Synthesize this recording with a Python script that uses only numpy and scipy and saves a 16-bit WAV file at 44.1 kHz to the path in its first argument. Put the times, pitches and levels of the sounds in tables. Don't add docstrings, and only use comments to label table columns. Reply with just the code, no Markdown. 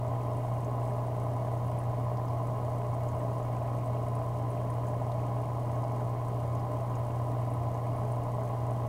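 import sys
import numpy as np
from scipy import signal
from scipy.fft import rfft, irfft, next_fast_len
from scipy.io import wavfile
from scipy.ndimage import map_coordinates

SR = 44100
rng = np.random.default_rng(int(sys.argv[2]) if len(sys.argv) > 2 else 0)


def wav_out(sig):
    wavfile.write(sys.argv[1], SR, np.round(np.clip(np.atleast_2d(sig).T, -1, 1) * 32767).astype(np.int16))


N = 391608

TURN_HZ = 59.995
TOP_HZ = 15750

# (multiple of the shaft speed, peak level [dB])
MOTOR_TONES = [(1, -48.5), (2, -30), (3, -54), (4, -56.5), (5, -51.5), (6, -54), (7, -52.5), (8, -50.5),
               (9, -54), (10, -46.5), (13, -60.5), (14, -52.5), (16, -54), (17, -53), (20, -72.5)]
# (pitch [Hz], half width [Hz], level [dB per Hz])
TANK_RESONANCES = [(273, 21, -66.5), (318.4, 39, -72), (420.7, 29.7, -68.5), (462, 25, -74),
                   (616.4, 46.4, -64), (671.4, 44.5, -62.5), (799, 56.4, -66.5), (1014.4, 59, -66),
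                   (1094, 13, -68), (1237, 50, -77.5), (1460, 150, -89.5), (1690, 24, -89.5),
                   (1976, 223, -91), (2204, 23, -87.5), (2452, 30, -93.5), (2816, 51, -93.5),
                   (3110, 84, -96.5)]
# (pitch [Hz], half width [Hz], level [dB per Hz])
STAND_RESONANCES = [(29.6, 8.5, -73.5), (87, 4.9, -59.5), (109, 31.6, -65.5), (146, 35, -71.5),
                    (184.5, 62, -71)]
# (pitch [Hz], half width [Hz], relative level [dB])
AIR_GAP_RESONANCES = [(4900, 3000, -11), (6360, 150, -3), (6960, 280, -8.5), (7740, 180, -5.5),
                      (8250, 260, -3), (8950, 110, -3.5), (9400, 700, -8), (10400, 240, -4.5),
                      (11300, 3800, -13)]
# (time [s], level [dB], pitch [Hz])
LOUD_POPS = [(0.6454, -44.5, 6840), (1.068, -50, 8940), (1.7863, -46, 10500), (2.1705, -50, 4830),
             (2.7826, -50, 8700), (3.0859, -48, 6750), (3.8581, -50, 8340), (4.153, -48, 10540),
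             (4.5022, -49, 10460), (4.702, -48, 10500), (4.8688, -50, 6910), (5.1158, -47, 3730),
             (6.55, -49, 6460), (6.9536, -47, 6670), (7.5368, -48, 10500), (7.9613, -49, 10460),
             (8.1204, -46.5, 9050)]
# (frequency [Hz], level [dB per Hz])
HISS_LEVELS = [(100, -101), (2500, -102), (4000, -103.5), (5500, -105.5), (9000, -106.7), (12000, -107.5),
               (15500, -108)]
# (frequency [Hz], share [0-1])
KNOCK_POWER_SHARE = [(250, 0.07), (480, 0.09), (660, 0.35), (1000, 0.78), (1250, 0.5), (1550, 0.07),
                     (3000, .2)]

FAINT_DB, FAINT_SCATTER_DB, FAINT_DETUNE = -52, 0.5, 0.022

TIME = np.arange(N) / SR
SIZE = 2 * next_fast_len(N // 2 + SR // 2)
FREQ = np.fft.rfftfreq(SIZE, 1 / SR)


def amp(db):
    return 10 ** (np.asarray(db) / 20)


def unit(x):
    return x / np.sqrt(np.mean(x ** 2) + 1e-20)


def wobble(rate):
    points = rng.standard_normal(int(N * rate / SR) + 4)
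    return map_coordinates(points, [TIME * rate / SR])


def filtered(x, response):
    return irfft(rfft(x, SIZE) * response, SIZE)[:N]


def per_hz(x):
    return unit(x) * np.sqrt(SR / 2)


def along(points):
    hz, value = np.transpose(points)
    return np.interp(np.log(FREQ + 1), np.log(hz), value)


def body(modes):
    power = sum(amp(db) ** 2 / (1 + ((FREQ - hz) / width) ** 2) ** 2 for hz, width, db in modes)
    cepstrum = irfft(np.log(power + 1e-16) / 2)
    cepstrum[1:SIZE // 2] *= 2
    cepstrum[SIZE // 2 + 1:] = 0
    return np.exp(rfft(cepstrum))


def hum(tank, waver_db):
    out = np.zeros(N)
    for order, db in MOTOR_TONES:
        hz = order * TURN_HZ
        phase = np.angle(tank[np.searchsorted(FREQ, hz)])
        waver = waver_db * wobble(9) if hz > 2.5 * TURN_HZ else 0
        out += amp(db + waver) * np.cos(2 * np.pi * hz * TIME + phase)
    return out


def knocks(lead_s, rebound_s, rebound_db, jitter_s, scatter_db):
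    turns = np.arange(1, int(N / SR * TURN_HZ)) / TURN_HZ - lead_s
    blows = np.zeros(N + SR)
    for delay, db in ((0, 0), (rebound_s, rebound_db)):
        late, size, side = rng.standard_normal((len(turns), 3)).T
        at = np.round((turns + delay + jitter_s * late) * SR).astype(int)
        blows[at] += np.sign(side) * amp(db + scatter_db * size)
    return blows[:N]


def rattle(tank, blows, blade_depth, surge_db):
    blades = np.cos(2 * np.pi * 3 * TURN_HZ * TIME)
    surge = amp(surge_db * wobble(20))
    churn = (1 + blade_depth * blades) * rng.standard_normal(N) * surge
    share = np.clip(along(KNOCK_POWER_SHARE), 0, 1)
    knocking = filtered(per_hz(blows), tank * np.sqrt(share))
    churning = filtered(per_hz(churn), tank * np.sqrt(1 - share))
    return knocking + churning


def flow(swell_db):
    swell = amp(swell_db * wobble(6))
    return filtered(per_hz(rng.standard_normal(N) * swell), body(STAND_RESONANCES))


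def gurgle(count, centre_hz, spread, cycles, glide, spread_db):
    when, pitch, size = rng.random((count, 3)).T[..., None]
    t = TIME[:SR // 25]
    hz = centre_hz * np.exp(spread * (2 * pitch - 1))
    age = t * hz / cycles
    level = amp(spread_db * size) / hz
    tone = np.sin(2 * np.pi * hz * t * (1 + glide * np.minimum(age, 4)))
    blips = level * np.exp(-age) * tone
    at = (when * N).astype(int) + np.arange(len(t))
    return unit(np.bincount(at.ravel(), blips.ravel(), N)[:N])


def fizz(air_gap, rate, spread_db, pulsing, t60, snap_db):
    stroke = np.exp(-6 * ((TIME * TURN_HZ + .08) % 1))
    bursts = rng.random(N) < rate / SR * (1 + pulsing * stroke)
    snaps = bursts * amp(spread_db * np.minimum(rng.exponential(size=N), 3))
    fade = amp(-60 * TIME[:SR // 8] / t60)
    power = signal.fftconvolve(snaps ** 2, fade ** 2)[:N]
    patter = unit(np.sqrt(np.abs(power)) * rng.standard_normal(N))
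    return unit(filtered(patter + amp(snap_db) * unit(snaps), air_gap))


def faint_pops(count):
    when, size, which, detune = rng.random((count, 4)).T
    s = (np.arange(count) + when) / count * N / SR
    db = FAINT_DB + FAINT_SCATTER_DB * (2 * size - 1)
    mode = (which * len(AIR_GAP_RESONANCES)).astype(int)
    hz = np.array(AIR_GAP_RESONANCES)[mode, 0] * (1 + FAINT_DETUNE * (2 * detune - 1))
    return list(zip(s, db, hz))


def pops(air_gap, t60, rise_s, width_hz, ring_t60, ring_db):
    out, t = np.zeros(N + SR), TIME[:SR // 10]
    freq = np.fft.rfftfreq(len(t), 1 / SR)
    lid = np.interp(freq, FREQ, air_gap)
    rise = 1 - np.exp(-t / rise_s)
    for s, db, hz in LOUD_POPS + faint_pops(count=26):
        puff = rng.standard_normal(len(t)) * amp(-60 * t / t60) * rise
        near_pitch = 1 / (1 + 1j * (freq - hz) / width_hz)
        echo = irfft(rfft(puff) * lid * near_pitch, len(t))
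        ring = np.sin(2 * np.pi * hz * t) * amp(-60 * t / ring_t60) * rise
        pop = echo / np.abs(echo).max() + amp(ring_db) * ring
        out[round(s * SR):][:len(t)] += amp(db) * pop
    return out[:N]


def hiss():
    return filtered(per_hz(rng.standard_normal(N)), amp(along(HISS_LEVELS)))


def scene():
    tank, air_gap = body(TANK_RESONANCES), body(AIR_GAP_RESONANCES)
    blows = knocks(lead_s=0.000913, rebound_s=0.004014, rebound_db=-2.0, jitter_s=.0004, scatter_db=2)
    pump = hum(tank, waver_db=-0.27)
    pump += amp(-0.19) * rattle(tank, blows, blade_depth=0.36, surge_db=.9)
    water = amp(1.67) * flow(swell_db=2.7)
    water += amp(-70.5) * gurgle(count=320, centre_hz=2110, spread=0.39, cycles=4.3, glide=0.016, spread_db=16)
    bubbles = amp(-70.5) * fizz(air_gap, rate=55, spread_db=3.5, pulsing=9, t60=0.026, snap_db=-3)
    bubbles += amp(-3.5) * pops(air_gap, t60=0.044, rise_s=0.00032, width_hz=610, ring_t60=0.03, ring_db=-6.0)
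    return (pump + water + bubbles + hiss())[None]


def record(dry):
    return filtered(dry[0], FREQ < TOP_HZ)[None]


dry = scene()
out = record(dry)
wav_out(out)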